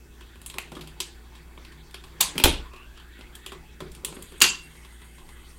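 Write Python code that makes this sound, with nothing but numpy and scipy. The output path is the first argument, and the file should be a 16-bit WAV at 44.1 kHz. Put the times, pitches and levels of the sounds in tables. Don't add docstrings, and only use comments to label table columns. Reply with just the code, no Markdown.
import sys
import numpy as np
from scipy import signal
from scipy.io import wavfile

SR = 44100
rng = np.random.default_rng(int(sys.argv[2]) if len(sys.argv) > 2 else 0)


def wrap_up_sound(samples):
    columns = np.atleast_2d(samples).T
    tamed = np.clip(columns, -1, 1)
    steps = np.round(tamed * 32767).astype(np.int16)
    wavfile.write(sys.argv[1], SR, steps)


def attenuation_scalar(level_db):
    decades = np.asarray(level_db, float) / 20
    return 10 ** decades


N = 246254
TIME_S = np.arange(N) / SR

# (pitch [Hz], width [Hz], boost [dB])
DECK_MODES = [(153.2, 3.6, 14.5), (216.6, 23, -25), (375, 29, 8.5), (1054, 130, 7.5), (2650, 1100, -1.5),
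              (3300, 88, 9), (3740, 41, 2.5), (7530, 150, 9), (8700, 1030, 7), (10540, 1450, 4.5)]
# (time [s], clack [dB], thud [dB], tick [dB], length [ms])
TRIP_BLOWS = [
    (4.4035, -29.5, -44, -22.5, 6.2),
    (4.4143, -11, -29, -17, 2.6),
    (4.4178, -4, -37, -1, 3.9),
    (4.4245, -10, -25.5, -18, 2),
    (4.440, -11, -29, -34.5, 8.2),
]


def rms_one(x):
    return x / np.sqrt(np.mean(x ** 2) + 1e-20)


def ramp(start_s, length_s):
    return np.clip((TIME_S - start_s) / length_s, 0, 1)


def drift(rate):
    r = np.exp(-80 * np.pi * rate / SR)
    slow = signal.lfilter([1], [1, -2 * r, r * r], rng.standard_normal(N // 40 + 2002))[2000:]
    return np.interp(np.arange(N) / 40, np.arange(len(slow)), rms_one(slow))


def catches(per_s, depth, hold_s):
    sizes = attenuation_scalar(2.5 * np.minimum(rng.exponential(1, N), 3))
    snags = sizes * (rng.random(N) < per_s / SR)
    return 1 + depth * signal.lfilter([1], [1, -np.exp(-1 / (hold_s * SR))], snags)


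def at_hz(points, hz):
    points_hz, values = np.transpose(points)
    return np.interp(np.log(hz), np.log(points_hz), values)


def band(x, low_hz, high_hz):
    return signal.sosfilt(signal.butter(2, [low_hz, high_hz], "band", fs=SR, output="sos"), x)


def resonate(x, hz, wide):
    r = np.exp(-np.pi * wide / SR)
    top = np.array([1, 0, -1]) * (1 - r * r) / 2
    return signal.lfilter(top, [1, -2 * r * np.cos(2 * np.pi * hz / SR), r * r], x + 1e-18)


def ring(x, hz, t60):
    r, w = attenuation_scalar(-60 / (t60 * SR)), 2 * np.pi * hz / SR
    return signal.lfilter([0, np.sin(w)], [1, -2 * r * np.cos(w), r * r], x + 1e-18)


def noise_band_at(hz, wide):
    low_pass = signal.butter(2, wide / 2, fs=SR, output="sos")
    a, b = signal.sosfilt(low_pass, rng.standard_normal((2, N)))
    phase = 2 * np.pi * np.cumsum(hz) / SR
    return rms_one(a * np.cos(phase) + b * np.sin(phase))


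def coloured_noise(spectrum, patchy_db):
    first, last = spectrum[0][0], spectrum[-1][0]
    edges = np.geomspace(first, last, round(3 * np.log2(last / first)) + 1)
    together = drift(5.7)
    white = rng.standard_normal((2, N))
    out = 0
    for k, (low, high) in enumerate(zip(edges, edges[1:])):
        flicker_db = patchy_db * (0.14 * together + drift(7.8))
        gain_db = at_hz(spectrum, np.sqrt(low * high)) + flicker_db
        out = out + attenuation_scalar(gain_db) * band(white[k % 2], low, high)
    return rms_one(out)


def blows(events, modes, knock_db, pitched=False, clack_hz=3250):
    # (lowest [Hz], highest [Hz])
    contact_ranges = [(150, 520), (650, 1800), (6200, 14800)]
    t = np.arange(round(.08 * SR)) / SR
    chatter = rng.standard_normal((len(events), 4, len(t)))
    crack = np.zeros(N)
    for (s, clack_db, thud_db, tick_db, last), noise in zip(events, chatter):
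        if pitched:
            ms, hz, spread = 4.4, last, 1.5
        else:
            ms, hz, spread = np.clip(last, .5, 25), clack_hz, 1.58
        ranges = [*contact_ranges, (hz / spread, hz * spread)]
        rise = np.minimum(t / (.00015 * ms), 1)
        bursts = noise * rise * np.exp(-t / (.001 * ms))
        levels = attenuation_scalar(np.array([thud_db, (thud_db + clack_db) / 2 + knock_db, tick_db, clack_db]))
        at = round(s * SR)
        for burst, level, (low, high) in zip(bursts, levels, ranges):
            part = band(band(burst, low / 1.3, high * 1.3), low, high)
            crack[at:at + len(t)] += level * part / np.abs(part).max()
    return crack + sum(attenuation_scalar(db) * resonate(crack, hz, wide) for hz, wide, db in modes)


def disc_drop():
    # (time [s], clack [dB], thud [dB], tick [dB], length [ms])
    landings = [
        (2.352, -47.5, -31.5, -43, 32),
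        (2.3795, -19.5, -30.5, -14, 2.3),
        (2.386, -37.5, -32, -28.5, 5.0),
        (2.399, -24, -27, -25, 4),
        (2.4382, -6, -23, 1, 3.4),
        (2.4445, -12, -20.5, -8, 2.3),
        (2.456, -18.5, -14, -46, 3.1),
        (2.472, -24.5, -29.5, -30.5, 16),
    ]
    # (pitch [Hz], width [Hz], boost [dB])
    disc_modes = [(157.7, 27, 2.8), (269.5, 27, 5.9), (356.4, 18, 8.2), (417.5, 15, 1.8), (890, 57, 8.2),
                  (2400, 350, 5.7), (2520, 180, 6.7), (3184, 120, 15), (4120, 62, 1.1), (4580, 23, 1)]
    return blows(landings, disc_modes, knock_db=0.5)


def case_bounce():
    # (pitch [Hz], level [dB], time to fade 60 dB [s])
    wobbles = [(28.4, -20, 0.57), (73.5, -16.5, 0.31), (38, -23.5, .3), (55, -23, 0.69),
               (126.3, -30.5, 0.45)]
    push = np.zeros(N)
    push[round(2.443 * SR)] = 1
    return sum(attenuation_scalar(db) * ring(push, hz, t60) for hz, db, t60 in wobbles)


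def trip_latch():
    # (pitch [Hz], width [Hz], boost [dB])
    latch_modes = [(373, 62, 3.9), (1055, 65, 12.5), (1410, 680, 6), (2790, 260, 5.8), (4580, 300, 1.3),
                   (6680, 470, 8.7)]
    return blows(TRIP_BLOWS, latch_modes, knock_db=-5.5)


def latch_spring(shake):
    # (pitch [Hz], width [Hz], boost [dB])
    spring_modes = [(2690, 14, 9), (2733, 7, 18), (2782, 11, 12), (2838, 11, 10), (3207, 14, 9),
                    (4384, 14, 8), (4685, 10, 10), (4710, 14, 7), (4900, 14, 7), (6300, 18, 6)]
    # (pitch [Hz], width [Hz], level [dB], time to fade 60 dB [s])
    coils = [(2750, 150, -18, .33), (4690, 110, -28, .36)]
    t = TIME_S - TRIP_BLOWS[0][0]
    since = np.maximum(t, 0)
    drive = shake * (t > 0) * np.exp(-since / .16)
    rings = sum(attenuation_scalar(db - 5) * resonate(drive, hz, wide / 1.3) for hz, wide, db in spring_modes)
    buzz = 0
    for hz, wide, db, t60 in coils:
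        buzz = buzz + attenuation_scalar(db - 60 * since / t60) * noise_band_at(np.full(N, hz), wide)
    struck = ramp(TRIP_BLOWS[2][0], .004)
    return attenuation_scalar(4 * drift(45)) * rings + struck * buzz


def spindle_latch():
    # (time [s], clack [dB], thud [dB], tick [dB], length [ms])
    releases = [
        (2.203, -25.5, -35, -31.5, 22.5),
        (2.2065, -18, -57.5, -11, 6.5),
        (2.2095, -12.5, -44, -4, 4.3),
    ]
    # (pitch [Hz], width [Hz], boost [dB])
    spindle_modes = [(1010, 160, 9.3), (2840, 180, 9.3), (3570, 180, 14), (4320, 170, 3.7),
                     (7040, 320, 6.4), (8000, 330, 2.6), (13950, 570, 3.9)]
    return blows(releases, spindle_modes, knock_db=3.0)


def lever_snap():
    # (time [s], clack [dB], thud [dB], tick [dB], length [ms])
    snaps = [
        (0.5837, -20, -34, -20.5, 2.5),
    ]
    # (pitch [Hz], width [Hz], boost [dB])
    lever_modes = [(1120, 260, 5.5), (2590, 280, 9), (4180, 280, 3.5)]
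    return blows(snaps, lever_modes, knock_db=0.0, clack_hz=2670)


def sharp_clicks():
    # (time [s], clack [dB], thud [dB], tick [dB], clack pitch [Hz])
    contacts = [(0.3561, -49.5, -51, -56, 2820), (0.415, -46, -52.5, -42, 3440),
                (0.4612, -35.5, -64, -31, 3150), (0.499, -32.5, -60, -37, 3170),
                (1.0023, -20.5, -42, -26, 4040), (1.5756, -42, -44, -61, 2400),
                (1.6486, -39.5, -71, -52.5, 3270), (1.9094, -47.5, -75, -49.5, 3300),
                (1.942, -33, -44.5, -40, 3200), (3.1897, -52, -43, -52, 3020),
                (3.2094, -41.5, -47.5, -55, 3370), (3.3522, -40.5, -59, -38, 3470),
                (3.462, -32, -45.5, -37, 3300), (3.917, -43, -85, -46, 4500),
                (3.9492, -41.5, -77, -40.5, 3400), (4.0474, -24.5, -54, -21.5, 3140),
                (4.1246, -42, -37.5, -48, 3020), (4.1664, -43.5, -33.5, -58, 2280),
                (4.2233, -40, -67, -35, 3030), (4.3212, -49, -44, -49, 2650)]
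    return blows(contacts, DECK_MODES, knock_db=-1.0, pitched=True)


def dull_knocks():
    # (time [s], clack [dB], thud [dB], length [ms])
    knocks = [(0.2074, -46, -51.5, 6.8), (0.541, -36.5, -45.5, 3.6), (0.7173, -39, -35.5, 7.3),
              (0.75, -42, -57, 9.4), (0.7659, -47, -31.5, 8.6), (0.7931, -49, -41, 4.2),
              (0.8092, -36, -62, 10), (0.8352, -60, -43, 5.9), (0.873, -37, -61, 3.9),
              (1.3498, -49, -73, 17), (1.719, -49, -61, 13), (2.0384, -41.5, -50.5, 7.3),
              (2.734, -47, -46, 7.2), (2.7616, -45.5, -54, 5.3), (2.829, -57, -58, 6.8),
              (2.9737, -46.5, -58, 5.7), (2.999, -48.5, -60, 3.8), (3.5185, -37, -37.5, 8.6),
              (3.8037, -35.5, -33.5, 5.9), (3.8193, -57, -32, 2.8), (4.0789, -54, -42, 32),
              (4.188, -52, -45, 9.3), (4.7506, -51, -57, 9.1), (4.8473, -45.5, -51, 7.1),
              (5.0162, -51, -54, 5.7), (5.1785, -51.5, -54.5, 34), (5.289, -43, -57, 5.1),
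              (4.036, -73, -40.5, 6), (4.066, -72, -38, 5.2), (0.552, -66, -41.5, 5.4)]
    events = [(s, clack_db, thud_db, clack_db - 8.5, ms) for s, clack_db, thud_db, ms in knocks]
    return blows(events, DECK_MODES, knock_db=0.5)


def escaping_air():
    # (time [s], length [s], from [Hz], to [Hz], level [dB])
    air_puffs = [
        (2.565, .23, 1000, 1136, -54.5),
        (2.802, 0.18, 1410, 1710, -61),
        (2.96, .34, 1203, 2200, -60.5),
        (3.127, 0.063, 1520, 1525, -58.5),
        (3.31, 0.27, 1480, 2085, -57.5),
        (2.699, .15, 2430, 2750, -54),
        (2.938, 0.058, 2750, 3000, -54),
        (3.151, 0.043, 3010, 3030, -57),
        (3.306, 0.039, 2980, 3300, -57),
    ]
    puffs = 0
    for s, length, from_hz, to_hz, db in air_puffs:
        hz = from_hz + (to_hz - from_hz) * ramp(s, length) ** .75
        swell = ramp(s, .045) * (1 - ramp(s + length, .045))
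        puffs = puffs + attenuation_scalar(db) * swell * noise_band_at(hz, .13 * from_hz)
    low_hz, high_hz = 2060 * (1 + .05 * drift(6.0)), 3130 * (1 + .03 * drift(6.0))
    low = attenuation_scalar(-64 + 3.5 * drift(10.0)) * noise_band_at(low_hz, wide=160.0)
    high = attenuation_scalar(-67.5 + 3 * drift(11.0)) * noise_band_at(high_hz, wide=350.0)
    return attenuation_scalar(1.5 * drift(14)) * puffs + ramp(4.3, .1) * (low + high)


def needle():
    # (pitch [Hz], width [Hz], level [dB])
    pickup_modes = [(6760, 280, -4), (7420, 150, -8), (8450, 500, 5), (9600, 290, -0.5), (10600, 250, 0.5),
                    (11500, 300, -1), (12400, 300, -3)]
    down_s = 4.04
    level_db = -58 - 2 * (TIME_S - down_s)
    white = catches(per_s=11.0, depth=0.67, hold_s=0.0081) * rng.standard_normal(N)
    peaks = 0
    for hz, wide, db in pickup_modes:
        peaks = peaks + attenuation_scalar(db) * rms_one(band(white, hz - wide / 2, hz + wide / 2))
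    return ramp(down_s, 0.033) * attenuation_scalar(level_db + 1.2 * drift(16.0)) * rms_one(peaks)


def deck_boom():
    # (time [s], level [dB])
    cam_leans = [(0.54, -51), (0.7, -48), (0.82, -33), (1.41, -53), (1.8, -44), (1.99, -49), (2.1, -67),
                 (2.23, -43), (2.49, -32), (3.56, -46), (3.84, -60), (4.11, -44), (4.49, -55), (4.7, -44.5),
                 (5.16, -52)]
    swells = 0
    for s, db in cam_leans:
        rise_db, fall_db = 198 * (TIME_S - s), 145 * (s - TIME_S)
        swells = swells + attenuation_scalar(db + np.minimum(rise_db, fall_db))
    hz = 156 * (1 + 0.014 * drift(6.1))
    tone = np.sin(2 * np.pi * np.cumsum(hz) / SR)
    return (attenuation_scalar(-56.5) + swells) * attenuation_scalar(-7.0 + 1.7 * drift(13.0)) * tone


def cam_load():
    # (time [s], load [dB])
    load_curve = [(0.0, 2.5), (0.5, 3), (1.1, 4.5), (1.4, 3.5), (1.7, 4), (2.0, 2.5), (2.2, 9.5),
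                  (2.55, 13), (2.72, 0.5), (3.3, 5.5), (3.6, 3), (4.1, 8), (4.6, 5), (5.0, 0.5), (5.3, 4.5),
                  (5.58, 2)]
    s, db = np.transpose(load_curve)
    return np.interp(TIME_S, s, db)


def gear_rub(load_db):
    # (pitch [Hz], level [dB])
    rub_spectrum = [(450, -19), (650, -6), (900, 2), (1200, -3.5), (1600, 1.5), (2100, -3), (2700, -7.5),
                    (3400, -4.5), (4500, -11.5), (6000, -12.5), (8000, -48)]
    # (pitch [Hz], width [Hz], boost [dB])
    sheet_modes = [(860, 4.3, 2), (1480, 14, 0), (2200, 21, 0.5), (2600, 34, 9.5), (3300, 110, -4),
                   (3960, 43, -8), (4530, 80, 1.5), (7420, 150, 10)]
    rub = catches(per_s=65.0, depth=0.081, hold_s=0.004) * coloured_noise(rub_spectrum, patchy_db=3.5)
    metal = sum(attenuation_scalar(db) * resonate(rub, hz, wide) for hz, wide, db in sheet_modes)
    return attenuation_scalar(-59 + 0.79 * load_db) * rms_one(rub + metal)


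def idler_rumble(load_db):
    # (pitch [Hz], level [dB])
    rumble_spectrum = [(80, -9), (110, -32), (160, 1.5), (240, -6.5), (350, 0.5), (440, -5), (560, -16.5),
                       (720, -26)]
    return attenuation_scalar(-63.5 + 1.3 * load_db) * coloured_noise(rumble_spectrum, patchy_db=0.85)


def motor(load_db):
    # (pitch [Hz], level [dB])
    hum_lines = [(59.2, -48), (118.4, -64), (156.1, -73.5), (236.9, -63.5), (349.9, -63.5)]
    base_hz, base_db = hum_lines[0]
    turns = base_hz * TIME_S + .04 * drift(5.6)
    hum = 0
    for hz, db in hum_lines:
        phase = 2 * np.pi * (hz / base_hz * turns + rng.random())
        hum = hum + attenuation_scalar(db - base_db + 0.77 * drift(8.5)) * np.sin(phase)
    return attenuation_scalar(-48 - .3 * load_db) * np.sqrt(2) * hum


def hand_shake(load_db):
    # (pitch [Hz], level [dB])
    hand_spectrum = [(20, 6.5), (30, -11.5), (45, -1.5), (70, -7.5), (110, -20.5)]
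    return attenuation_scalar(-54.5 + 0.55 * load_db) * coloured_noise(hand_spectrum, patchy_db=2.8)


def hiss(load_db):
    # (pitch [Hz], level [dB])
    hiss_spectrum = [(3500, -31), (5000, -20), (7000, -4), (9000, -4.5), (12000, -6.5), (14500, -3.5),
                     (16400, -12)]
    return attenuation_scalar(-64 + 0.1 * load_db) * coloured_noise(hiss_spectrum, patchy_db=.4)


def room(x):
    # (pitch [Hz], time to fade 60 dB [s])
    fade_times = [(100, 0.27), (400, 0.31), (1500, 0.29), (4000, 0.31), (8000, 0.28), (11000, 0.18),
                  (15000, 0.05)]
    edges = np.geomspace(90, 16300, 36)
    white, tail = rng.standard_normal((2, N)), 0
    for k, (low, high) in enumerate(zip(edges, edges[1:])):
        left = attenuation_scalar(-120 / (SR * at_hz(fade_times, np.sqrt(low * high))))
        stored = signal.lfilter([1 - left], [1, -left], band(x, low, high) ** 2 + 1e-18)
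        dense = rms_one(band(white[k % 2], low, high))
        tail = tail + np.sqrt(stored) * attenuation_scalar(2.5 * drift(25.0)) * dense
    first_echo_s = .004
    return np.pad(tail, (round(first_echo_s * SR), 0))[:N]


def scene():
    load_db = cam_load()
    clicks, snap = sharp_clicks(), lever_snap()
    hits = dull_knocks() + spindle_latch() + disc_drop() + trip_latch()
    into_room = hits + attenuation_scalar(-0.5) * clicks + attenuation_scalar(-2.5) * snap
    hits = hits + clicks + snap + attenuation_scalar(-4.5) * room(into_room)
    steady = motor(load_db) + idler_rumble(load_db) + gear_rub(load_db)
    steady = steady + hand_shake(load_db) + deck_boom() + hiss(load_db)
    mix = hits + latch_spring(hits) + case_bounce() + steady + needle() + escaping_air()
    return mix[None]


def top_cut(x):
    return signal.sosfilt(signal.butter(12, 16640, fs=SR, output="sos"), x)


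def record(dry):
    dull = signal.sosfilt(signal.butter(1, 14600, fs=SR, output="sos"), dry)
    edge = signal.cheby1(6, 1, 16000, fs=SR, output="sos")
    mix = np.clip(signal.sosfilt(edge, np.clip(dull, -1, 1)), -1, 1)
    return top_cut(mix)


dry = scene()
out = record(dry)
wrap_up_sound(out)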